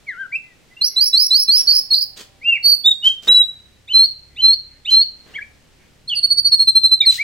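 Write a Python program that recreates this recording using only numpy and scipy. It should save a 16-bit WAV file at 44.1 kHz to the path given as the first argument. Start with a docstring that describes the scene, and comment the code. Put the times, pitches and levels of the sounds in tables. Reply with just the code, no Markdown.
"""In a small yard a shama sings close by in a wire cage: soft low whistles, rising warbled sweeps,
held notes and a fast run. Each note is a nearly pure tone from one side of the syrinx; at times both
sides sound at once. Feathers rustle by friction as the bird flicks and shifts on its perch.
The walls reflect the song, the rustle and the calls of distant birds, over faint far engines."""
import sys
import numpy as np
from scipy import signal
from scipy.fft import rfft, irfft
from scipy.io import wavfile
from scipy.ndimage import uniform_filter1d, minimum_filter1d

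SR = 44100
rng = np.random.default_rng(int(sys.argv[2]) if len(sys.argv) > 2 else 0)


def generate_wav(signal):
    """Clip the signal to [-1, 1] and save it as 16-bit WAV at the path in sys.argv[1]."""
    frames = np.transpose(np.atleast_2d(signal))
    scaled = np.clip(frames, -1, 1) * 32767
    pcm = np.round(scaled).astype(np.int16)
    wavfile.write(sys.argv[1], SR, pcm)


N = 318833
T = np.arange(N) / SR


def undb(db):
    """Decibels to amplitude ratio."""
    return 10 ** (np.asarray(db) / 20)


def walk(rate_hz, size):
    """Smooth random modulation with a spread near 1."""
    k = max(int(SR / rate_hz), 2)
    steps = np.repeat(rng.standard_normal(size // k + 1), k)
    return 1.35 * uniform_filter1d(uniform_filter1d(steps, k), k)[:size]


def noise(spectrum, coherence):
    """Partly coherent stereo noise of rms 1; coherence is the share of power common to both ears."""
    hz, db = np.transpose(spectrum)
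    bins_hz = np.maximum(np.fft.rfftfreq(N, 1 / SR), 1)
    white = rng.standard_normal((3, N))
    pair = np.sqrt(coherence) * white[2] + np.sqrt(1 - coherence) * white[:2]
    out = irfft(rfft(pair) * undb(np.interp(np.log(bins_hz), np.log(hz), db)), N)
    return out / out.std()


def add(out, start_s, sound):
    """Superpose a stereo sound on the mix."""
    i = int(start_s * SR)
    out[:, i:i + sound.shape[1]] += sound[:, :N - i]


def clock(length_s):
    """Time into a note, in seconds and as a share of its length."""
    t = np.arange(int(length_s * SR)) / SR
    return t, t / t[-1]


# spectrum of the yard's background: frequency_hz, relative_db
AIR_SPECTRUM = [(25, -3), (70, -7), (130, -5.5), (250, -9), (500, -13.5), (1100, -20.5), (2100, -18.5),
                (4000, -21), (8000, -27), (11000, -33.5), (15500, -37.5)]

def air(level_db=-54.5, sway_db=1):
    """Ambient noise: a faint, dark hiss whose level sways slowly."""
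    return noise(AIR_SPECTRUM, coherence=0.39) * undb(level_db + sway_db * walk(3.5, N))


def engine(course, harmonics, fading_db=4.0, wander=0.0048):
    """Periodic firing makes a harmonic series; a few harmonics carry, each fading in and out on its way."""
    time_s, firing_hz, level_db = np.transpose(course)
    hz = np.interp(T, time_s, firing_hz) * (1 + wander * walk(12, N))
    phase = 2 * np.pi * np.cumsum(hz) / SR
    tones = sum(undb(db + fading_db * walk(3.4, N)) * np.sin(round(k) * phase) for k, db in harmonics)
    return tones * undb(np.interp(T, time_s, level_db))


# course of each engine: time_s, firing_hz, level_db
MOTOR_COURSE = [(0, 31.5, -99), (1.5, 32.25, -63), (2.6, 33.26, -62.5), (3.6, 34.5, -60.5),
                (4.6, 34.7, -57), (5.6, 36.2, -59), (6.4, 37.78, -55), (7.23, 40.55, -58)]
SCOOTER_COURSE = [(1.6, 184, -85), (2.0, 189, -70), (2.4, 196, -67), (2.76, 201, -68), (2.9, 202.4, -75),
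                  (3.1, 185, -96)]
# harmonics that carry: harmonic_number, relative_db
MOTOR_HARMONICS = [(1, -3), (2, -1), (3, -2), (4, -5.5)]
SCOOTER_HARMONICS = [(2, -6), (3, -4), (4, 1), (5, -8)]

def traffic():
    """Pitch follows firing rate: a far motor slowly speeds up, and a scooter comes and goes."""
    return engine(MOTOR_COURSE, MOTOR_HARMONICS) + engine(SCOOTER_COURSE, SCOOTER_HARMONICS)


# distant calls: start_s, end_s, pitch_hz, glide_hz, scatter_ratio, relative_db
DISTANT_CALLS = [(.69, .735, 1920, 220, .015, -54), (0.884, 1.072, 2132, 59, .025, -55),
                 (1.151, 1.271, 2170, -63, .025, -56), (4.27, 4.5, 2100, 0, .06, -61.5),
                 (4.682, 4.776, 2150, -100, .13, -61), (5.77, 5.86, 1950, 150, .17, -60)]

def far_birds():
    """Random frequency modulation broadens a tone: a little leaves a whistle, more makes a harsh chirp."""
    out = np.zeros((2, N))
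    for start, end, pitch_hz, glide_hz, scatter, db in DISTANT_CALLS:
        u = np.clip((T - start) / (end - start), 0, 1)
        hz = (pitch_hz + glide_hz * u) * (1 + scatter * walk(700, N))
        envelope = np.sqrt(np.abs(np.sin(np.pi * u)))
        out += undb(db) * envelope * np.sin(2 * np.pi * np.cumsum(hz) / SR)
    return out


# reflections from nearby surfaces: delay_s, left_db, right_db
REFLECTIONS = [(.0052, -33, -17.5), (.0093, -24.5, -17.5), (0.0142, -14.5, -13.5), (0.0215, -21, -23.5)]

def walls(sound, t60_s=0.52, treble_t60_s=0.42, split_hz=7000, tail_db=-21,
          early_db=-14, early_t60_s=0.27, gap_s=0.017):
    """Reverberation: near reflections, quick scattering from cage and plants, then the yard's decay."""
    t = np.arange(SR) / SR
    white, scatter = rng.standard_normal((2, 2, SR))
    low = signal.sosfiltfilt(signal.butter(2, split_hz, "low", fs=SR, output="sos"), white)
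    treble = white - low
    onset = np.clip((t - gap_s) / 0.0056, 0, 1)
    tail = onset * (low * undb(-60 * t / t60_s) + treble * undb(-60 * t / treble_t60_s))
    early = onset * scatter * undb(-60 * t / early_t60_s)
    response = sum(undb(db) * part / np.sqrt(np.sum(part ** 2) / 2)
                   for db, part in [(tail_db, tail), (early_db, early)])
    for delay_s, left_db, right_db in REFLECTIONS:
        response[:, int(delay_s * SR)] += undb([left_db, right_db])
    return signal.fftconvolve(sound, response, axes=1)[:, :N]


# spectra of the swish and of its low body: frequency_hz, relative_db
SWISH_SPECTRUM = [(300, -27.5), (1200, -23), (2200, -4), (3300, 6), (5500, 2), (8000, -2), (11000, -12.5),
                  (15500, -9)]
BODY_SPECTRUM = [(50, -19.5), (110, -4), (200, -5.5), (450, -2.5), (900, -9.5), (1800, -7), (3500, -13.5),
                 (8000, -45.5)]
# feather flicks and foot shuffles: start_s, rise_s, hold_s, swish_db, body_db
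FEATHER_STROKES = [(1.554, 0.013, 0.054, -42.5, -48.5), (1.654, 0.011, 0.14, -60, -50.5),
                   (2.159, 0.018, 0.041, -38, -44.5), (3.038, .008, .035, -34.5, -45),
                   (3.222, 0.0033, 0.05, -45, -52), (3.267, 0.02, 0.0062, -32, -25.5),
                   (4.898, 0.009, 0.021, -34.5, -53.5), (5.244, 0.024, 0.094, -62.5, -52),
                   (7.089, 0.027, 0.064, -32.5, -70)]

def feathers(fade_s=0.004, grain_db=3):
    """Friction between feathers makes a grainy swish; a strong flick also pushes air and knocks the perch."""
    swish, body = np.zeros(N), np.zeros(N)
    for start, rise_s, hold_s, swish_db, body_db in FEATHER_STROKES:
        fade = np.exp(-np.maximum(T - start - rise_s - hold_s, 0) / fade_s)
        stroke = np.clip((T - start) / rise_s, 0, 1) * fade
        swish += undb(swish_db) * stroke
        body += undb(body_db) * stroke
    grain = undb(grain_db * walk(500, N))
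    return swish * grain * noise(SWISH_SPECTRUM, 0.63) + body * noise(BODY_SPECTRUM, 0.57)


# filtering of the overtones by throat and open beak: frequency_hz, gain_db
BEAK_RESPONSE = [(2700, 9), (5000, -6.5), (7500, 7), (9500, -6), (11300, 7), (12400, -4), (14000, 0.5),
                 (15300, 3.5)]
# paths from the perch to the two microphones: frequency_hz, left_minus_right_db, left_lead_rad
STEREO_PATHS = [(1550, 5, 0.25), (2350, 0, 0.5), (2870, -1, 0.7), (3080, -1.5, 1.09), (3677, -2.5, 0.9),
                (3952, -1, 0.46), (4045, -2, 1.11), (4213, 0.5, 1.03), (4478, -5, -1.4), (4855, -7, -2),
                (5100, -3.5, -2), (7900, 0, -2), (12070, -4, -2), (14000, -5.5, -1.85)]

def syrinx(hz, db, attack_s, release_s, second_db, third_db, rough=0.0047, flutter_db=0.27,
           rasp=0.017, rasp_s=0.008):
    """Source and filter: one side of the syrinx vibrates, raspy at first; weak overtones pass the throat."""
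    size = len(hz)
    t = np.arange(size) / SR
    hz = hz * (1 + rough * walk(300, size) + rasp * np.exp(-t / rasp_s) * walk(1200, size))
    phase = 2 * np.pi * np.cumsum(hz) / SR
    attack = np.sin(np.pi / 2 * np.clip(t / attack_s, 0, 1))
    release = np.sin(np.pi / 2 * np.clip((t[-1] - t) / release_s, 0, 1))
    envelope = (attack * release) ** 1.57
    # the beak gapes as the pitch climbs and lets more of the harmonics out
    gape = np.clip((hz - hz.mean()) / 1000, -0.7, 0.7)
    harmonics_db = [0, second_db + 11 * gape, third_db + 15 * gape, third_db - 20]
    path_hz, pan_db, lead_rad = np.transpose(STEREO_PATHS)
    sides, tone = np.array([[0.5], [-0.5]]), 0
    for k, harmonic_db in enumerate(harmonics_db, 1):
        beak_db = (k > 1) * np.interp(k * hz, *np.transpose(BEAK_RESPONSE))
        gain = undb(harmonic_db + beak_db) * (k * hz < SR / 2)
        pan = undb(np.interp(k * hz, path_hz, pan_db) * sides)
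        pan /= np.sqrt(np.mean(pan ** 2, axis=0))
        tone += gain * pan * np.sin(k * phase + np.interp(k * hz, path_hz, lead_rad) * sides)
    return np.sqrt(2) * envelope * undb(db + flutter_db * walk(140, size)) * tone


# soft whistles, one list of points each: time_s, pitch_hz, level_db
WINDING_CONTOURS = [
    [(.064, 2370, -49.5), (.092, 2086, -21.5), (.112, 1830, -31), (.138, 1446, -40), (.16, 1350, -41.5),
     (.188, 1540, -34), (.215, 1598, -24), (.248, 1475, -35), (.272, 1310, -48.5)],
    [(.314, 1785, -49), (.329, 2340, -25), (.348, 2360, -21), (.36, 2690, -18.5), (.378, 2593, -28.5)],
    [(5.336, 1380, -56), (5.35, 2076, -39.5), (5.365, 2285, -23.5), (5.381, 1947, -35), (5.391, 1648, -24),
     (5.404, 1660, -43), (5.42, 2270, -31), (5.434, 2390, -30)],
]

def winding_whistles(smooth_s=0.007):
    """Continuous frequency glides: soft, low notes wind up and down without a break."""
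    out = np.zeros((2, N))
    for contour in WINDING_CONTOURS:
        time_s, pitch_hz, level_db = np.transpose(contour)
        start = time_s[0]
        t, _ = clock(time_s[-1] - start)
        hz = uniform_filter1d(np.interp(start + t, time_s, pitch_hz), int(smooth_s * SR))
        db = np.interp(start + t, time_s, level_db)
        add(out, start, syrinx(hz, db, attack_s=0.0042, release_s=0.005,
                               second_db=-30.5, third_db=-45, rough=0.002))
    return out


# single whistles: start_s, end_s, first_hz, middle_hz, last_hz, scoop_hz, level_db,
# attack_s, release_s, second_harmonic_db, third_harmonic_db
WHISTLE_ARCS = [(0.423, 0.554, 2046, 2017, 1835, -6, -56, .02, .03, -35, -32),
                (0.762, 0.821, 2650, 2830, 2830, 5.5, -43.5, 0.014, 0.0057, -34.5, -60),
                (2.408, 2.453, 1935, 2310, 2754, -6, -32, 0.039, .006, -19, -48),
                (2.445, 2.557, 2646, 2796, 2472, -6, -12.5, 0.029, .035, -40.5, -43.5),
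                (2.547, 2.584, 2470, 2303, 2000, 0.5, -15.5, 0.011, 0.036, -31.5, -45),
                (2.624, 2.765, 4473, 4521, 4450, -200, -8, .055, .045, -19, -19),
                (2.837, 2.926, 3544, 3772, 3628, -250, -7.5, 0.034, .018, -30.5, -39),
                (3.021, 3.101, 2840, 3086, 3188, -1, -5.5, 0.086, 0.017, -34.5, -61),
                (3.274, 3.429, 3890, 3933, 3860, -250, -7, .018, 0.021, -35, -37.5),
                (5.337, 5.367, 2650, 3150, 3610, 2, -35.5, 0.0052, .01, -30.5, -32.5),
                (6.074, 6.108, 3970, 4380, 4250, 1, -27, 0.01, 0.012, -20, -43),
                (6.089, 6.149, 3620, 3010, 2794, 0.5, -20.5, 0.022, 0.011, -33, -43.5),
                (6.146, 6.2, 5110, 4530, 4526, -6, -17, 0.033, .008, -13, -31),
                (7.002, 7.025, 3830, 3760, 3690, -11.5, -7, 0.0089, 0.015, -39, -47.5),
                (7.009, 7.057, 2250, 2340, 2023, -8, -25.5, 0.014, 0.013, -20, -32),
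                (7.052, 7.118, 3980, 3974, 4100, 752, -7.5, 0.034, 0.015, -23.5, -30.5),
                (7.171, 7.233, 1650, 2187, 2425, -4, -12, 0.087, 0.02, -25, -40)]

def whistles(scoop_s=0.016, drop_hz=453, drop_s=0.004, strain_hz=4200):
    """Two-voice phonation: pitch arcs, clear when low, strained when high, overlap when both sides sound."""
    out = np.zeros((2, N))
    for start, end, first_hz, middle_hz, last_hz, scoop_hz, db, *voicing in WHISTLE_ARCS:
        t, u = clock(end - start)
        arc = np.polyval(np.polyfit([0, 0.5, 1], [first_hz, middle_hz, last_hz], 2), u)
        scoop = scoop_hz * np.exp(-t / scoop_s)
        drop = drop_hz * np.exp((t - t[-1]) / drop_s)  # pitch falls as the pressure goes
        strain = np.clip((arc - strain_hz) / 1000, 0, 0.35)
        note = syrinx(arc + scoop - drop, db, *voicing, rough=0.002 + 0.035 * strain, flutter_db=2.3)
        add(out, start, note)
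    return out


# warbled sweeps: start_s, end_s, from_hz, to_hz, level_db, calm_s, shake_s, shake_rate_hz, depth_hz
RISING_SWEEPS = [(0.809, 0.891, 4070, 5800, -14.5, 0.0033, 0.093, 113.6, 81.3),
                 (.959, 1.095, 3940, 5527, -12, 0.036, 0.089, 108.6, 65),
                 (1.127, 1.277, 3950, 5455, -10.5, .03, 0.12, 97.6, 65),
                 (1.304, 1.442, 3942, 5476, -9.5, 0.035, .09, 105.5, 65),
                 (1.476, 1.618, 4114, 5493, -11, .035, 0.099, 85.2, 120),
                 (1.669, 1.803, 4453, 5327, -10, .022, 0.11, 58.3, 282),
                 (1.903, 2.044, 4280, 4860, -12, 0.021, 0.13, 58.6, 332)]

def sweeps(top_share=0.93, fade_db=6, grow_s=0.016, detune_db_per_khz=8):
    """Coupled frequency and amplitude modulation: the tone weakens as it climbs and at each upward shake."""
    out = np.zeros((2, N))
    for start, end, from_hz, to_hz, db, calm_s, shake_s, rate_hz, depth_hz in RISING_SWEEPS:
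        t, u = clock(end - start)
        climb = np.sin(np.pi / 2 * np.minimum(u / top_share, 1)) ** 2
        shaking = np.clip(np.minimum(t - calm_s, calm_s + shake_s - t) / grow_s, 0, 1)
        cycles = rate_hz * np.cumsum(1 + 0.12 * walk(60, len(t))) / SR
        shake_hz = shaking * depth_hz * undb(walk(80, len(t))) * np.sin(2 * np.pi * cycles)
        hz = from_hz + (to_hz - from_hz) * climb + shake_hz
        level_db = db - fade_db * climb ** 2 - detune_db_per_khz * shake_hz / 1000
        add(out, start, syrinx(hz, level_db, attack_s=0.013, release_s=0.0072, second_db=-21, third_db=-22,
                               rough=0.0036 + 0.014 * shaking, flutter_db=1.5 + 2 * shaking))
    return out


def low_flick(db, from_hz=1440, to_hz=3130, glide_s=0.015, swell_db=10):
    """Exponential glide: the low side of the syrinx flicks up, levels off and swells."""
    t, u = clock(0.055)
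    hz = to_hz + (from_hz - to_hz) * np.exp(-t / glide_s)
    level_db = db - swell_db * (1 - u)
    return syrinx(hz, level_db, attack_s=0.065, release_s=0.0041, second_db=-33.5, third_db=-48)


def upper_chirp(db, from_hz=3320, to_hz=4120):
    """Linear chirp: the high side of the syrinx rises briefly."""
    _, u = clock(0.021)
    hz = from_hz + (to_hz - from_hz) * u
    return syrinx(hz, db, attack_s=0.011, release_s=0.009, second_db=-27, third_db=-50)


def held_whistle(db, second_db, third_db, from_hz=4057, to_hz=4430, fade_db=9.5, swell_db=12.5):
    """Sustained oscillation: the tone sags as it swells, then bends up and fades."""
    t, u = clock(0.143)
    sag_hz = 160 * np.exp(-t / 0.012)
    hook_hz = 109 * np.exp((t - t[-1]) / 0.008)
    hz = from_hz + (to_hz - from_hz) * u ** 1.8 + sag_hz + hook_hz
    level_db = db - fade_db * u - swell_db * np.exp(-(t / 0.027) ** 2)
    return syrinx(hz, level_db, attack_s=0.024, release_s=0.023, second_db=second_db, third_db=third_db,
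                  rough=0.002 + 0.0073 * u ** 3, flutter_db=0.6)


# a repeated call: flick_start_s, whistle_start_s, flick_db, chirp_db, whistle_db,
# whistle_second_harmonic_db, whistle_third_harmonic_db
SLURRED_CALLS = [(3.874, 3.925, -17.5, -38, -2.5, -31.5, -33), (4.358, 4.411, -18, -40, -3.5, -37.5, -36.5),
                 (4.848, 4.899, -14, -27, -3.5, -38.5, -37.5)]

def slurs():
    """Biphonation: both sides of the syrinx flick upward at once, and a held whistle follows."""
    out = np.zeros((2, N))
    for flick_s, whistle_s, flick_db, chirp_db, whistle_db, second_db, third_db in SLURRED_CALLS:
        add(out, flick_s, low_flick(flick_db))
        add(out, flick_s, upper_chirp(chirp_db))
        add(out, whistle_s, held_whistle(whistle_db, second_db, third_db))
    return out


# the fast run: start_s, end_s, pitch_hz, level_db
PIP_RUN = [(6.225, 6.265, 4420, -9.5), (6.298, 6.341, 4455, -9.5), (6.368, 6.408, 4504, -10),
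           (6.441, 6.486, 4458, -9), (6.513, 6.558, 4326, -6.5), (6.587, 6.637, 4246, -8.5),
           (6.668, 6.71, 4135, -5.5), (6.747, 6.789, 4142, -4), (6.83, 6.874, 4103, -5),
           (6.909, 6.951, 4080, -6.5)]

def pips(rise_hz=70, hook_hz=150, hook_s=0.0046, bright_db_per_khz=27.5):
    """Tone bursts: each rises slightly and hooks upward; higher ones have a stronger second harmonic."""
    out = np.zeros((2, N))
    mean_hz = np.mean([hz for _, _, hz, _ in PIP_RUN])
    for start, end, pitch_hz, db in PIP_RUN:
        t, u = clock(end - start)
        hz = pitch_hz + rise_hz * (u - 0.5) + hook_hz * np.exp((t - t[-1]) / hook_s)
        second_db = -22 + bright_db_per_khz * (pitch_hz - mean_hz) / 1000
        add(out, start, syrinx(hz, db, attack_s=0.02, release_s=0.014, second_db=second_db, third_db=-31,
                               rough=0.0068, rasp=0.023))
    return out


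def scene(song_db=0.3, rustle_echo_db=6, far_echo_db=14):
    """Directivity: the song is beamed, the rustle spreads and echoes more; far birds arrive only by echo."""
    song = undb(song_db) * (winding_whistles() + whistles() + sweeps() + slurs() + pips())
    rustle = feathers()
    echoes = walls(song + undb(rustle_echo_db) * rustle + undb(far_echo_db) * far_birds())
    return air() + traffic() + echoes + rustle + song


def record(dry, ceiling_db=-2, hold_s=0.0045, top_hz=15750):
    """Look-ahead limiting levels the loudest notes; a steep low-pass filter bounds the bandwidth."""
    size = int(hold_s * SR)
    allowed_gain = np.minimum(1, undb(ceiling_db) / (np.abs(dry).max(axis=0) + 1e-9))
    gain = uniform_filter1d(minimum_filter1d(allowed_gain, size), size)
    return signal.sosfilt(signal.ellip(10, 0.1, 80, top_hz, fs=SR, output="sos"), dry * gain)


dry = scene()
out = record(dry)
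generate_wav(out)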